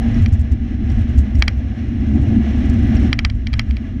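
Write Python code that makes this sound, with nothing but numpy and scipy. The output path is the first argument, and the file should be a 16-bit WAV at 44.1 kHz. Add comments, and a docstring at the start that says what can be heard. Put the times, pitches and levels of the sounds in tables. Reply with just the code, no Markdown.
"""A low rumble and a hollow drone: a cased camera on a bicycle riding past a truck in street traffic.
Wind and road shake the mount, wind and engine noise boom in the case, tyres and traffic roar and hiss.
The truck's growl swells and fades. Bumps thump the mount; a loose plastic part clacks in short runs.
Fainter: metallic pings from the basket, fizz on the strongest shakes, two very high squeaks."""
import sys
import numpy as np
from scipy import signal
from scipy.fft import rfft, irfft
from scipy.io import wavfile
from scipy.ndimage import uniform_filter1d, minimum_filter1d

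SR = 44100
rng = np.random.default_rng(int(sys.argv[2]) if len(sys.argv) > 2 else 0)


def store_wav(level_fs):
    """Save 16-bit WAV to argv[1]."""
    pcm = np.round(np.clip(np.atleast_2d(level_fs), -1, 1) * 32767)
    wavfile.write(sys.argv[1], SR, pcm.T.astype(np.int16))


N = 176400
T = np.arange(N) / SR

# Envelopes and spectra hold relative levels; spectra are densities.
# road roar envelope: t/s, level/dB
ROAR_ENVELOPE = [(0.0, -39), (0.23, -45.5), (0.7, -50.5), (1.09, -45.5), (1.82, -49), (2.14, -42),
                 (2.25, -41), (2.92, -41.5), (3.04, -37), (3.16, -47.5), (3.34, -53.5), (4.0, -50.5)]
# road roar: f/Hz, level/dB
ROAR_SPECTRUM = [(300, -19), (400, -6.5), (465, 2.5), (530, -1), (660, 1.5), (780, 0.5), (880, -9),
                 (1050, -18), (1500, -33.5)]
# tyre and traffic hiss envelope: t/s, level/dB
HISS_ENVELOPE = [(0, -43.5), (.2, -39), (.28, -46), (.55, -47.5), (.8, -46.5), (1.08, -42.5), (1.3, -46),
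                 (1.65, -48), (2.05, -43), (2.25, -44.5), (2.45, -40.5), (2.75, -40), (3.07, -38),
                 (3.15, -48), (3.35, -50), (3.7, -48.5), (4, -49.5)]
# tyre and traffic hiss: f/Hz, level/dB
HISS_SPECTRUM = [(700, -22.5), (900, -12), (1010, -11.5), (1100, -5), (1350, -5.5), (1720, -1.5),
                 (2050, -1), (2600, -6), (2880, -7), (3400, -9.5), (3650, -14.5), (4040, -13), (4770, -24),
                 (5500, -16.5), (6300, -21), (7200, -29), (8700, -39), (10000, -34.5), (12500, -44),
                 (15000, -63.5)]
# case and mount resonances: f/Hz, width/Hz, level/dB re hiss
CASE_RESONANCES = [(455, 12, -14), (662, 47, -9), (757, 17, -14), (1685, 75, -9.5), (1977, 49, -11.5),
                   (2838, 70, -14.5), (5300, 80, -27.5)]
# high squeaks: t/s, length/s, level/dB
SQUEAK_EVENTS = [(1.53, .07, -74), (2.845, .078, -68)]
# truck engine: f/Hz, level/dB
GROWL_SPECTRUM = [(85, -17), (108, 0.5), (128, 1.5), (155, -16.5), (190, -18.5), (230, -1), (260, -10.5),
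                  (288, -8.5), (310, -19), (335, -11.5), (400, -31.5)]
# case drone envelope: t/s, level/dB
DRONE_ENVELOPE = [(0, -20.5), (.08, -17.5), (.2, -19), (.27, -22.5), (.4, -27), (.75, -23.5), (1.25, -22.5),
                  (1.45, -27.5), (1.7, -29), (2.05, -20.5), (2.16, -16.5), (2.26, -26.5), (2.35, -12.5),
                  (2.48, -19.5), (2.8, -17), (3.05, -16), (3.15, -24.5), (3.35, -30), (3.7, -27.5),
                  (4, -26.5)]
# case drone: f/Hz, level/dB
DRONE_SPECTRUM = [(130, -28), (165, -26), (190, -7), (212, -1), (233, 3.5), (258, -6), (288, -8),
                  (306, -18.5), (334, -14), (400, -28.5), (520, -61)]
# fizz on strong shakes: f/Hz, level/dB
CRACKLE_SPECTRUM = [(1000, -14.5), (2200, 3), (4500, 1), (7000, 5), (10000, -5), (14000, -14), (15200, -28)]
# basket blows: t/s, level/dB
BASKET_HITS = [(.143, -37), (.9, -37), (1.181, -44), (1.352, -35.5), (1.531, -47), (2.967, -31),
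               (3.614, -43)]
# basket modes: f/Hz, level/dB, t60/s
BASKET_MODES = [(2050, 0, .035), (2900, -3, .03), (4720, -7, .025), (5570, -4, .04), (7400, -13, .012),
                (10200, -19, .01), (13500, -24, .008)]
# mount rumble envelope: t/s, level/dB
RUMBLE_ENVELOPE = [(0, -18.5), (.12, -15), (.22, -13), (.3, -16.5), (.6, -20), (.8, -20), (.95, -12),
                   (1.25, -23), (1.55, -16.5), (1.8, -23), (2.2, -13.5), (2.5, -17.5), (2.7, -13.5),
                   (3.08, -13), (3.14, -19.5), (3.3, -15.5), (3.42, -20), (3.56, -17.5), (3.76, -21.5),
                   (3.83, -25.5), (4, -21.5)]
# mount rumble: f/Hz, level/dB
RUMBLE_SPECTRUM = [(12, -11.5), (25, -15.5), (40, -5), (54, -4.5), (70, 3), (82, -5), (102, -5.5),
                   (128, -9), (155, -28.5), (220, -42.5)]
# road jolts: t/s, level/dB, f/Hz
ROAD_JOLTS = [(0.205, 2, 96), (0.227, -15, 96), (0.321, -1.5, 87), (0.387, -4, 72.2), (0.513, 1, 72.2),
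              (1.148, -2, 68.3), (1.177, 3.5, 70), (1.346, -2, 76), (1.386, -0.5, 61.2), (3.067, -3.5, 95),
              (3.527, -12.5, 64.4), (3.698, -5.5, 66.4)]
# loose part blows: t/s, relative level/dB
PART_HITS = [(0.2605, -14.5), (1.4228, 0.5), (1.48, -0.5), (3.1292, -0.5), (3.1902, -3), (3.2489, -1.5),
             (3.2992, -16), (3.47, -13.5), (3.5312, -17.5), (3.5376, -11), (3.5942, -2), (3.7088, -22),
             (3.768, -21)]
# loose part modes: f/Hz, relative level/dB, t60/s
PART_MODES = [(640, -29, .022), (830, -30, .022), (1230, -22, .015), (1900, -14, .013), (2330, -5.5, .011),
              (3200, -9.5, .011), (4080, -14, .01), (4650, -7, .006), (5560, -28, .028), (6650, -27, .005),
              (9900, -33, .003), (2030, -36, .08), (4960, -36, .035)]
# contact crack: f/Hz, level/dB
CRACK_SPECTRUM = [(600, -24), (1300, -6.5), (2300, 3), (3200, 0.5), (4700, -9.5), (5700, -7.5),
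                  (7000, -15.5), (8500, -25.5), (11000, -25.5), (15000, -50)]
# part's scrape and mount's shiver: f/Hz, level/dB
SHIVER_SPECTRUM = [(400, -24), (700, -14), (1200, 2), (2150, 6), (3300, -11.5), (5200, -31), (7500, -40),
                   (14000, -63)]


def undb(db):
    return 10 ** (np.asarray(db) / 20)


def curve(rows):
    """Gain over time from t/s, level/dB rows."""
    return undb(np.interp(T, *np.array(rows).T))


def noise(spectrum):
    """Unit-rms noise from f/Hz, level/dB rows; 40 dB/octave roll-off outside."""
    hz, db = np.array(spectrum).T
    octave = np.log2(np.maximum(np.arange(N // 2 + 1) * SR / N, 1))
    points = np.log2(hz)
    outside = np.abs(octave - np.clip(octave, points[0], points[-1]))
    gain = undb(np.interp(octave, points, db) - 40 * outside)
    x = irfft(rfft(rng.standard_normal(N)) * gain, N)
    return x / np.sqrt(np.mean(x ** 2))


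def steady(x, span_s):
    """Level out swells slower than span_s; keep the flutter."""
    return x / np.sqrt(uniform_filter1d(x ** 2, int(span_s * SR)) + 1e-9)


def walk(rate_hz):
    """Random wander, spread near 1."""
    knots = rng.standard_normal(1000)
    return np.interp(T * rate_hz, np.arange(len(knots)), knots)


def fade(t, t60_s):
    return np.exp(-np.log(1000) * t / t60_s)


def add(out, start_s, sound):
    i = max(int(start_s * SR), 0)
    out[i:i + len(sound)] += sound[:N - i]


def strikes(hits, modes, attack_s=.0009, detune=.0031):
    """Each blow rings damped modes of alternating sign, slightly detuned at random."""
    out, t = np.zeros(N), T[:SR // 8]
    hz, db, t60_s = np.array(modes).T[:, :, None]
    sign = (-1) ** np.arange(len(hz))[:, None]
    attack = 1 - np.exp(-(t / attack_s) ** 2)
    for start_s, hit_db in hits:
        detuned_hz = hz * (1 + detune * rng.standard_normal(hz.shape))
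        ring = sign * undb(db) * fade(t, t60_s) * np.sin(2 * np.pi * detuned_hz * t)
        add(out, start_s, undb(hit_db) * attack * ring.sum(axis=0))
    return out


def squeaks(pitch_hz=13020, wander_hz=200):
    """Faint, brief, very high squeaks, perhaps a brake."""
    gate = np.zeros(N)
    for start_s, length_s, db in SQUEAK_EVENTS:
        add(gate, start_s, undb(db) * signal.windows.tukey(int(length_s * SR)))
    hz = pitch_hz + wander_hz * walk(900)
    return gate * np.sin(2 * np.pi * np.cumsum(hz) / SR)


def case_resonances(waver_db=.5):
    """Passing noise excites narrow bands in case and mount; each wavers alone."""
    out = np.zeros(N)
    for hz, width_hz, db in CASE_RESONANCES:
        points_hz = hz + width_hz * np.array([-3, -.5, 0, .5, 3])
        band = noise(list(zip(points_hz, [-30, -3, 0, -3, -30])))
        out += band * undb(db + waver_db * walk(18))
    return out


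def street(roar_trim_db=.5, hiss_trim_db=-.69, flutter_db=1.4):
    """Tyres and traffic: low roar plus case-coloured hiss, both fluttering in the wind."""
    flutter = undb(flutter_db * walk(28.44))
    hiss = (noise(HISS_SPECTRUM) + case_resonances()) * curve(HISS_ENVELOPE) * undb(hiss_trim_db)
    roar = noise(ROAR_SPECTRUM) * curve(ROAR_ENVELOPE) * undb(roar_trim_db)
    return flutter * (roar + hiss)


def truck(closest_s=2.276, closest_db=-19, speed_m_s=6.5, gap_m=.85):
    """Rough engine growl, scaled by 1/distance as the bike passes."""
    distance_m = np.hypot(gap_m, speed_m_s * (T - closest_s))
    return steady(noise(GROWL_SPECTRUM), span_s=.088) * undb(closest_db) * gap_m / distance_m


def case_drone(trim_db=-.25):
    """Wind and engine noise boom in the hollow case."""
    return steady(noise(DRONE_SPECTRUM), span_s=.12) * curve(DRONE_ENVELOPE) * undb(trim_db)


def crackle(shake, threshold=.15, gain_db=-40, grain_db=3):
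    """Faint fizz while the shake exceeds the threshold."""
    excess = uniform_filter1d(np.maximum(np.abs(shake) - threshold, 0), size=300)
    return undb(gain_db) * excess * noise(CRACKLE_SPECTRUM) * undb(grain_db * walk(220))


def basket_pings():
    """Tiny blows ring the metal basket."""
    return strikes(BASKET_HITS, BASKET_MODES)


def mount_rumble(attack_s=.004, t60_s=.17):
    """Wind and road shake the mount; each jolt swings it for a few cycles."""
    out = steady(noise(RUMBLE_SPECTRUM), span_s=.12) * curve(RUMBLE_ENVELOPE)
    t = T[:SR // 4]
    envelope = (1 - np.exp(-t / attack_s)) * fade(t, t60_s)
    for start_s, db, hz in ROAD_JOLTS:
        add(out, start_s, undb(db) * envelope * np.sin(2 * np.pi * hz * t))
    return out


def part_clacks(slip_s=.005, slip_db=-27, crack_attack_s=.0009, crack_db=-8.5,
                ring_db=4.5, bounce_s=.0024, bounce_db=-13.5, shiver_db=-25):
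    """The loose plastic part scrapes, strikes, rings and bounces once; the mount shivers after."""
    shiver, crack, t = np.zeros(N), np.zeros(N), T[:SR // 8]
    slip_shape = np.sqrt(np.linspace(0, 1, int(slip_s * SR)))
    crack_shape = np.minimum(t / crack_attack_s, 1) * fade(t, t60_s=.0086)
    bounces = []
    for start_s, db in PART_HITS:
        add(shiver, start_s - slip_s, undb(db + slip_db) * slip_shape)
        add(crack, start_s, undb(db + crack_db) * crack_shape)
        add(shiver, start_s, undb(db + shiver_db) * fade(t, t60_s=.07))
        bounces.append((start_s + bounce_s * rng.uniform(.758, 1.225), db + bounce_db))
    ring = undb(ring_db) * strikes(list(PART_HITS) + bounces, PART_MODES)
    return ring + noise(SHIVER_SPECTRUM) * shiver + noise(CRACK_SPECTRUM) * crack


def scene():
    """Mono sum at the microphone."""
    shake = mount_rumble()
    bike = shake + part_clacks() + basket_pings() + crackle(shake)
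    return (bike + case_drone() + truck() + street() + squeaks())[None]


def record(dry, ceiling=.92, cutoff_hz=15500):
    """Camera: smoothed peak limiter, then a steep low-pass."""
    gain = minimum_filter1d(ceiling / np.maximum(np.abs(dry), ceiling), size=601)
    limited = dry * uniform_filter1d(uniform_filter1d(gain, size=301), size=301)
    lowpass = signal.ellip(8, .2, 70, cutoff_hz, fs=SR, output="sos")
    return signal.sosfilt(lowpass, limited)


dry = scene()
out = record(dry)
store_wav(out)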